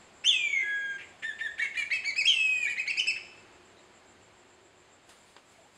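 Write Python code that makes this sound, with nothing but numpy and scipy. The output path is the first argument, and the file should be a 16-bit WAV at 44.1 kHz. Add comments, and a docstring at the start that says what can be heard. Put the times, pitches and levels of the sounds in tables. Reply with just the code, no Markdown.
"""Faint moving air and a pulsing insect, and almost at once a whistling kite in a gum tree:
a long falling whistle, a run of short notes that climb, then a second whistle and run.
The two membranes of its syrinx rattle before they lock on a pitch and sometimes sound together,
beating into a rough tone; the woodland rings after every note. Late on come a few notes
from far birds, faint snaps and a rustle of leaves."""
import sys
import numpy as np
from scipy import signal
from scipy.fft import rfft, irfft, next_fast_len
from scipy.io import wavfile
from scipy.ndimage import map_coordinates

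SR = 44100
rng = np.random.default_rng(int(sys.argv[2]) if len(sys.argv) > 2 else 0)


def materialize(psi):
    """Save the field psi as 16-bit PCM at rate SR to the path in sys.argv[1].

    A 1-D psi becomes a single channel; in a 2-D psi each row is a channel.
    """
    bounded = np.clip(np.atleast_2d(psi).T, -1, 1)
    quanta = np.round(bounded * 32767).astype(np.int16)
    wavfile.write(sys.argv[1], SR, quanta)


N = 254456
TIME = np.arange(N) / SR


def amp(db):
    """Decibels to gain."""
    return 10 ** (np.asarray(db) / 20)


def unit(x):
    """Scale to rms 1."""
    return x / np.sqrt(np.mean(x ** 2) + 1e-20)


def along(points, hz):
    """Read a curve of (f/Hz, value) points on a log frequency axis."""
    f, values = np.transpose(points)
    return np.interp(np.log(hz + 1), np.log(f + 1), values)


def curves(rows, at=TIME):
    """Each column after the first, read where the first equals `at`."""
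    knots, *columns = np.transpose(rows)
    return [np.interp(at, knots, column) for column in columns]


def wobble(rate, t=TIME):
    """A smooth random modulator, `rate` knots a second, read at times t."""
    return map_coordinates(rng.standard_normal(int(N * rate / SR) + 4), [t * rate])


def filtered(x, response):
    """EQ x with a gain given as a function of frequency."""
    size = next_fast_len(N + SR // 2)
    return irfft(rfft(x, size) * response(np.fft.rfftfreq(size, 1 / SR)), size)[:N]


def noise(colour):
    """Noise of rms 1 with an (f/Hz, level/dB) spectrum."""
    return unit(filtered(rng.standard_normal(N), lambda hz: amp(along(colour, hz))))


def band(centre_hz, width_hz, order=2):
    """Noise of rms 1 in one narrow band."""
    white = rng.standard_normal(N)
    return unit(filtered(white, lambda hz: 1 / (1 + (2 * (hz - centre_hz) / width_hz) ** order)))


def gate(t, start, end, rise, fall):
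    """A soft-edged gate, half open at start and at end."""
    return (1 + np.tanh((t - start) / rise)) * (1 - np.tanh((t - end) / fall)) / 4


def bump(t, centre, width):
    """A bell-shaped swell of height 1."""
    return np.exp(-((t - centre) / width) ** 2)


def span(start, end):
    """Sample indices of a note, with 10 ms handles on both sides."""
    return np.arange(max(int(start * SR) - SR // 100, 0), min(int(end * SR) + SR // 100, N))


# fader rides for the air, the leaf hiss and the drone: t/s, level/dB
AIR_RIDE = [(0, -57.3), (3.25, -56.5), (4.9, -61), (5.77, -60.5)]
HISS_RIDE = [(0, -75.5), (3.3, -76), (4.9, -78.5), (5.77, -74)]
DRONE_RIDE = [(0, -73), (.58, -64), (1.1, -68.5), (2.4, -75.5), (3.3, -65), (3.8, -65.5), (4.7, -65.5),
              (4.95, -72.5), (5.77, -77)]
# spectra of the air and the leaf hiss: f/Hz, level/dB
AIR_EQ = [(20, -14.5), (55, -8), (95, 2), (125, -5), (200, -1.5), (350, -2.5), (500, -1.5), (720, -1),
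          (1200, -4.5), (2500, -7), (4000, -13), (6500, -17), (10000, -30), (15000, -68.5)]
HISS_EQ = [(500, -45), (2500, -6.5), (5000, 0.5), (8000, 4), (10000, -6), (12500, -11), (15000, -26.5)]


def bush_bed():
    """Distant moving air, a hiss of leaves and a far, fuzzy drone."""
    air = amp(curves(AIR_RIDE)[0] + 0.38 * wobble(7)) * noise(AIR_EQ)
    hiss = amp(curves(HISS_RIDE)[0]) * noise(HISS_EQ)
    drone = amp(curves(DRONE_RIDE)[0]) * band(367, 51)
    return air + hiss + drone


CHIRP_START_S, CHIRP_RATE_HZ, SPEEDUP_HZ_PER_S, CHIRP_WIDTH_S = .035, 6.63, .121, 0.05
INSECT_DB, INSECT_FADE_DB_PER_S, BUZZ_FLOOR = -63, 1, .13


def insect():
    """A thin buzz that swells about seven times a second, slowly speeding up and fading."""
    cycles = CHIRP_RATE_HZ * (TIME - CHIRP_START_S) + SPEEDUP_HZ_PER_S * TIME ** 2 / 2 + .03 * wobble(3)
    chirps = bump(cycles, np.round(cycles), CHIRP_WIDTH_S * CHIRP_RATE_HZ)
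    swell = BUZZ_FLOOR + amp(0.95 * wobble(6.5)) * chirps
    buzz = band(7400, 760, order=4) * amp(1.5 * wobble(90))
    return amp(INSECT_DB - INSECT_FADE_DB_PER_S * TIME) * swell * buzz


# pitchless rasps that close each phrase: t/s, length/s, level/dB
CLOSING_RASPS = [(0.981, 0.056, -46.5), (3.158, 0.021, -43.5)]
# spectrum of the rattle: f/Hz, level/dB
RASP_EQ = [(500, -40), (1300, -19), (1650, -3), (2200, 0), (2900, -5), (3500, -17), (4500, -24),
           (7000, -28), (10000, -38), (15000, -62)]


def rasps(overlap_s=0.006):
    """The kite's membranes rattle before they lock on a pitch, and again as a phrase ends."""
    notes = WHISTLE_CUES + YELP_CUES + CRACKED_CUES
    bursts = [(s - lead, lead + overlap_s, db) for s, *_, lead, db in notes] + CLOSING_RASPS
    envelope = sum(amp(db) * gate(TIME, s, s + length, 0.0025, 0.0037) for s, length, db in bursts)
    return envelope * unit(noise(RASP_EQ) * amp(wobble(400)))


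# the throat's colouring of harmonics 3 to 8: f/Hz, gain/dB
THROAT_EQ = [(4000, -9), (5000, -12), (6300, 8.5), (7300, 0.5), (8800, -6), (10200, -13), (12500, -27),
             (15000, -48.5)]
SECOND_VOICE_RATIO, BEAT_AM_POWER = .775, 0.058
DIFFERENCE_TONE_DB, SUM_TONE_DB, SLAP_DB = -27, -17, 11


def syrinx(pitch_hz, octave_db, upper_db, second_db, waver, grit, even_db, step_db=-1.0):
    """Two membranes share one airflow: their beating bends the wave and adds sum and difference tones."""
    phase = 2 * np.pi * np.cumsum(pitch_hz) / SR
    beat = 2 * np.pi * np.cumsum(pitch_hz * (1 - SECOND_VOICE_RATIO * (1 + waver))) / SR
    second = np.minimum(amp(second_db), .65)
    swing = 1 + second * np.exp(-1j * beat)
    bend = np.angle(swing)
    wave = np.sin(phase + bend) + amp(octave_db) * np.sin(2 * (phase + bend) + grit / 2)
    wave += amp(DIFFERENCE_TONE_DB) * second * (np.cos(beat) + np.cos(2 * beat))
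    wave += amp(SUM_TONE_DB) * second * np.cos(2 * phase - beat)
    for k in range(3, 9):
        db = upper_db + along(THROAT_EQ, k * pitch_hz) + even_db * (k % 2 == 0) + step_db * (k - 3)
        db += SLAP_DB * second * (k > 3)  # beating membranes slap and brighten the top
        smear = np.sqrt(k - 2) * grit  # turbulence blurs each higher harmonic more
        wave += amp(db) * (k * pitch_hz < SR / 2) * np.sin(k * phase + 2 * bend + smear)
    return np.sqrt(2) * np.abs(swing) ** BEAT_AM_POWER * wave


# timbre of the low register by pitch: f/Hz, octave/dB, upper harmonics/dB
LOW_TIMBRE = [(1880, -14, -25.5), (2160, -13, -34), (2294, -5, -22.5), (2630, -7, -18), (3050, -6.5, -19)]
PURE_DB = -45.5  # the second voice barely sounds in this register


def scoop(s, length, hz, db):
    """The upward glide in the low register that leads into a jump."""
    return s, length, .865 * hz, hz, 1.06 * hz, db, *curves(LOW_TIMBRE, hz), PURE_DB


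def short_notes(glides):
    """Voice each glide as a small arch of pitch; it grows rough when the second voice joins."""
    out = np.zeros(N)
    tremble, waver = wobble(500), 0.019 * wobble(350)
    flutter_db, grit = 2.83 * wobble(180), 1.16 * wobble(1500)
    for s, length, start_hz, middle_hz, end_hz, db, octave_db, upper_db, second_db in glides:
        i = span(s, s + length)
        u = np.clip((TIME[i] - s) / length, 0, 1)
        arch = start_hz + (end_hz - start_hz) * u + 2 * u * (1 - u) * (2 * middle_hz - start_hz - end_hz)
        pitch = arch * (1 + (.006 + .005 * amp(second_db)) * tremble[i])
        strain = np.interp(arch, [1700, 2300, 3200], [.2, .32, .6])
        # more pressure makes the note both higher and louder; it dulls as the pressure runs out
        swell_db = 1.5 * (np.sin(np.pi * u) - .7) + 16 * np.log2(arch / middle_hz)
        bright_db = 2 - 7 * u ** 2
        tone = syrinx(pitch, octave_db + bright_db / 2, upper_db + bright_db, second_db,
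                      waver[i], strain * grit[i], even_db=-2.5)
        out[i] += tone * amp(db + swell_db + flutter_db[i]) * gate(TIME[i], s, s + length, 0.004, 0.002)
    return out


# timbre of the high register by pitch: f/Hz, octave/dB, upper harmonics/dB
HIGH_TIMBRE = [(2080, -32, -33), (2376, -29, -19.5), (2620, -22, -21), (2770, -14, -18.5),
               (3370, -16.5, -36.5)]
# long whistles: t/s, scoop length/s, scoop f/Hz, scoop level/dB, length/s, held f/Hz, drop/Hz, drop/s,
# sag/(Hz/s), last droop/Hz, held level/dB, octave trim/dB, even harmonics/dB, second voice/dB,
# rasp lead/s, rasp level/dB
WHISTLE_CUES = [(.246, .035, 3020, -24.5, .346, 2615, 959.5, .03, 1618, 17, -31, -5.5, -19, -30, 0.0044, -35),
                (2.25, .022, 2694, -27.5, .397, 2623, 650, .046, 419.6, 260, -30.5, -1.5, -3.5, -19, 0.0072, -46.5)]
DROP_STEEPNESS, DROOP_S = 2.6, .022
ACCENT_DB, ACCENT_AT_S, ACCENT_WIDTH_S = 11, 0.017, 0.024
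FLARE_DB, FLARE_AT_S, FLARE_WIDTH_S, EBB_DB, EBB_WIDTH_S = -10.5, .058, 0.019, -16.5, 0.041


def whistles():
    """Long slides in the high register: an accent, a fast drop, then a trembling hold that sinks."""
    out = np.zeros(N)
    tremble, flutter_db = wobble(260), 0.99 * wobble(45)
    waver, grit = 0.0079 * wobble(300), wobble(1200)
    for (s, scoop_s, _, _, length, held_hz, drop_hz, drop_s, sag, droop_hz,
         held_db, octave_trim_db, even_db, second_db, _, _) in WHISTLE_CUES:
        start = s + scoop_s
        i = span(start, start + length)
        age = np.clip(TIME[i] - start, 0, length)
        drop = drop_hz / (1 + (age / drop_s) ** DROP_STEEPNESS)
        droop = droop_hz * np.exp((age - length) / DROOP_S)
        slide = held_hz + drop - sag * age - droop
        octave_db, upper_db = curves(HIGH_TIMBRE, slide)
        db = held_db + ACCENT_DB * bump(age, ACCENT_AT_S, ACCENT_WIDTH_S) + flutter_db[i]
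        # the second voice flares as the accent fades, and again as the air runs out
        second = amp(second_db) + amp(FLARE_DB) * bump(age, FLARE_AT_S, FLARE_WIDTH_S)
        second += amp(EBB_DB) * bump(age, length, EBB_WIDTH_S)
        strain = np.interp(slide, [1700, 2500, 3400], [.1, .35, 1.3])
        pitch = slide * (1 + 0.0033 * (1 + strain) * tremble[i])
        tone = syrinx(pitch, octave_db + octave_trim_db, upper_db, 20 * np.log10(second),
                      waver[i], strain * grit[i], even_db)
        out[i] += tone * amp(db) * gate(TIME[i], start, start + length, 0.0012, 0.0049)
    return out


# the woodland's reverb time: f/Hz, t60/s
REVERB_DECAY = [(1600, .5), (2600, .75), (5000, .7), (8000, .55), (14000, .35)]
# its return level: f/Hz, level/dB
REVERB_EQ = [(1650, -8.5), (1850, 0.5), (2150, -0.5), (3000, -2.5), (3800, -3.5), (5000, -2), (8000, -2),
             (13000, -3)]


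def woodland(call, fade_in_s=0.0018, early_db=4, early_s=0.043):
    """Near boughs scatter dense early reflections, farther trunks a longer tail."""
    hz, t, spectra = signal.stft(rng.standard_normal((6, SR)), SR, nperseg=256)
    shape = amp(-60 * t / along(REVERB_DECAY, hz)[:, None]) * (1 + amp(early_db) * np.exp(-t / early_s))
    shape *= amp(along(REVERB_EQ, hz))[:, None] / np.sqrt(SR * np.mean(shape ** 2, axis=1, keepdims=True))
    fade_in = np.clip(TIME[:SR] / fade_in_s, 0, 1) ** 2
    tails = signal.istft(spectra * shape, SR, nperseg=256)[1][:, :SR] * fade_in
    # the bird turns its head, so the call crossfades from one set of paths to the next
    turn = np.interp(TIME, [.2, 3.2], [0, len(tails) - 1])
    sends = (call * np.cos(np.pi / 2 * np.clip(turn - k, -1, 1)) for k in range(len(tails)))
    return sum(signal.fftconvolve(send, tail)[:N] for send, tail in zip(sends, tails))


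HOLD_END_S, HOLD_HZ, HOLD_SINK_HZ = 0.97, 1661, 68
HOLD_DB, HOLD_RISE_S, HOLD_FADE_DB = -33, 0.028, 7.5
HOLD_OCTAVE_DB, HOLD_UPPER_DB = -53.5, -66.5  # the overtones do not follow the swell and fade


def low_whistle():
    """The first whistle falls into the low register: a nearly pure, sinking tone over a soft sizzle."""
    s, scoop_s, _, _, length, *_ = WHISTLE_CUES[0]
    start = s + scoop_s + length
    i = span(start, HOLD_END_S)
    t = TIME[i]
    age = np.maximum(t - start, 0)
    u = age / (HOLD_END_S - start)
    db = HOLD_DB - 6 * np.exp(-age / HOLD_RISE_S) - HOLD_FADE_DB * u ** 5
    pitch = (HOLD_HZ - HOLD_SINK_HZ * u ** 2) * (1 + .0012 * wobble(260, t))
    tone = syrinx(pitch, HOLD_OCTAVE_DB - db, HOLD_UPPER_DB - db, PURE_DB,
                  waver=.0073 * wobble(300, t), grit=.1 * wobble(1200, t), even_db=-1.2, step_db=-3.5)
    sizzle = amp(-54) * band(2220, 360, order=4)[i]
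    flutter_db = .5 * wobble(45, t)
    out = np.zeros(N)
    out[i] = (tone * amp(db + flutter_db) + sizzle) * gate(t, start, HOLD_END_S, .001, .0037)
    return out


# clean yelps: t/s, length/s, f/Hz, droop/fraction, level/dB, brightness/dB, rasp lead/s, rasp level/dB
YELP_CUES = [(1.236, 0.085, 1807, 0.1, -36, 2, 0.011, -38), (1.406, 0.075, 1836, 0.12, -33, -1, 0.017, -41),
             (2.049, 0.067, 2278, 0.14, -34.5, 3.5, .012, -41.5),
             (2.165, .058, 2558, .18, -28.5, 0.5, 0.0084, -42.5),
             (3.069, 0.045, 2648, .21, -28, -0.5, 0.0051, -41.5)]


def yelps():
    """Glides that stay in the low register, each one arch that ends lower than it starts."""
    for s, length, hz, droop, db, bright_db, _, _ in YELP_CUES:
        octave_db, upper_db = curves(LOW_TIMBRE, hz)
        arch_hz = hz * (1 - 0.456 * droop), hz, hz * (1 - droop)
        yield s, length, *arch_hz, db, octave_db + bright_db / 2, upper_db + bright_db, PURE_DB


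# cracked notes: t/s, scoop/s, hold/s, low f/Hz, high f/Hz, sag/fraction, low level/dB, high level/dB,
# second voice/dB, rasp lead/s, rasp level/dB
CRACKED_CUES = [(1.593, 0.02, 0.048, 1874, 2236, 0.07, -29.5, -32.5, -4.5, .012, -38.5),
                (1.754, 0.018, 0.06, 1916, 2380, 0.08, -32, -32, -5, 0.0098, -41),
                (1.909, .021, 0.047, 2146, 2587, 0.05, -29, -29.5, -7.5, 0.0054, -38.5),
                (2.669, 0.024, .039, 1880, 2439, 0.09, -33.5, -30.5, -11, 0.0079, -50),
                (2.773, .018, .03, 2068, 2543, .12, -33.5, -32.5, -18, 0.0077, -41),
                (2.873, 0.027, 0.017, 2267, 2734, .14, -33.5, -27, -13, 0.009, -40.5),
                (2.97, 0.026, 0.01796, 2525, 3044, .175, -31, -24.5, -17, 0.004, -44)]


def cracked_notes(bow=0.0338, octave_trim_db=3.5, upper_trim_db=-2):
    """Pairs of glides: the voice scoops up, then jumps to the high register and sags along a curve."""
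    for s, scoop_s, hold_s, low_hz, high_hz, sag, low_db, high_db, second_db, _, _ in CRACKED_CUES:
        yield scoop(s, scoop_s, low_hz, low_db)
        middle_hz = high_hz * (1 - sag / 2 + bow)
        octave_db, upper_db = curves(HIGH_TIMBRE, middle_hz)
        yield (s + scoop_s, hold_s, high_hz, middle_hz, high_hz * (1 - sag), high_db,
               octave_db + octave_trim_db, upper_db + upper_trim_db, second_db)


# far birds' faint notes: t/s, length/s, f/Hz, level/dB
FAR_BIRD_CUES = [(3.768, .04, 3920, -64.5), (5.55, 0.025, 2200, -65), (5.588, 0.04, 646, -60),
                 (5.632, 0.049, 800, -64)]


def far_birds():
    """Distance blurs each note into a narrow band of noise."""
    return sum(amp(db) * gate(TIME, s, s + length, 0.0046, .01) * band(hz, 0.12 * hz, order=4)
               for s, length, hz, db in FAR_BIRD_CUES)


# peaks of the rustle: t/s, level/dB
SWISH_CUES = [(5.11, -59), (5.29, -64.5), (5.52, -64.5), (5.76, -66)]


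def rustle(rise_s=0.03, fall_s=0.095):
    """Leaves stir in soft swishes, each with a quick attack and a slower release."""
    stir = sum(amp(db) * np.exp(np.minimum((TIME - s) / rise_s, (s - TIME) / fall_s))
               for s, db in SWISH_CUES)
    leaves = noise([(250, -21), (600, 3), (1500, 1), (5000, 0.5), (9500, -3.5), (12000, -16), (15000, -22)])
    return stir * leaves


# snaps and ticks among the leaves: t/s, level before trim/dB, low-pass f/Hz, t60/s, echo/dB
SNAP_CUES = [(5.092, -55.5, 9800, 0.016, 1.5), (5.15, -67, 5030, .015, -16), (5.186, -63, 5500, .012, -12),
             (5.365, -47, 5470, 0.035, -11), (5.38, -53, 3000, 0.044, -21)]


def snaps(trim_db=2, echo_t60_s=0.22):
    """Dry cracks with a short echo; distance takes the top off each."""
    out = np.zeros(N)
    for s, db, cutoff_hz, t60, echo_db in SNAP_CUES:
        age = np.maximum(TIME - s, 0)
        grain = noise([(150, -14), (500, -1), (1800, -6), (6000, -8.5), (15000, -13)])
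        crack = grain * (TIME >= s) * (amp(-60 * age / t60) + amp(echo_db - 60 * age / echo_t60_s))
        low_pass = signal.butter(4, cutoff_hz, fs=SR, output="sos")
        out += amp(db + trim_db) * signal.sosfilt(low_pass, crack)
    return out


# what leaves the open beak and carries through the air: f/Hz, gain/dB
BEAK_EQ = [(600, -4), (1500, -0.5), (10300, 0), (11300, -3.5), (15000, -1.5)]


def scene():
    """The kite and its reverb over the quiet bush, in mono."""
    whistle_scoops = [scoop(*cue[:4]) for cue in WHISTLE_CUES]
    glides = [*whistle_scoops, *yelps(), *cracked_notes()]
    voice = whistles() + low_whistle() + short_notes(glides) + rasps()
    kite = filtered(voice, lambda hz: amp(along(BEAK_EQ, hz)))
    return (kite + woodland(kite) + bush_bed() + insect() + far_birds() + rustle() + snaps())[None]


# dips in the microphone's response: f/Hz, half-width/Hz, gain/dB
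MIC_NOTCHES = [(5704, 270, -9.5), (7170, 38, -3)]


def record(dry, top_hz=15700):
    """The microphone has two narrow dips in its treble, and nothing passes above the band limit."""
    def response(hz):
        dips_db = sum(db / (1 + ((hz - centre) / width) ** 2) for centre, width, db in MIC_NOTCHES)
        return amp(dips_db) * (hz < top_hz)
    return filtered(dry[0], response)[None]


dry = scene()
out = record(dry)
materialize(out)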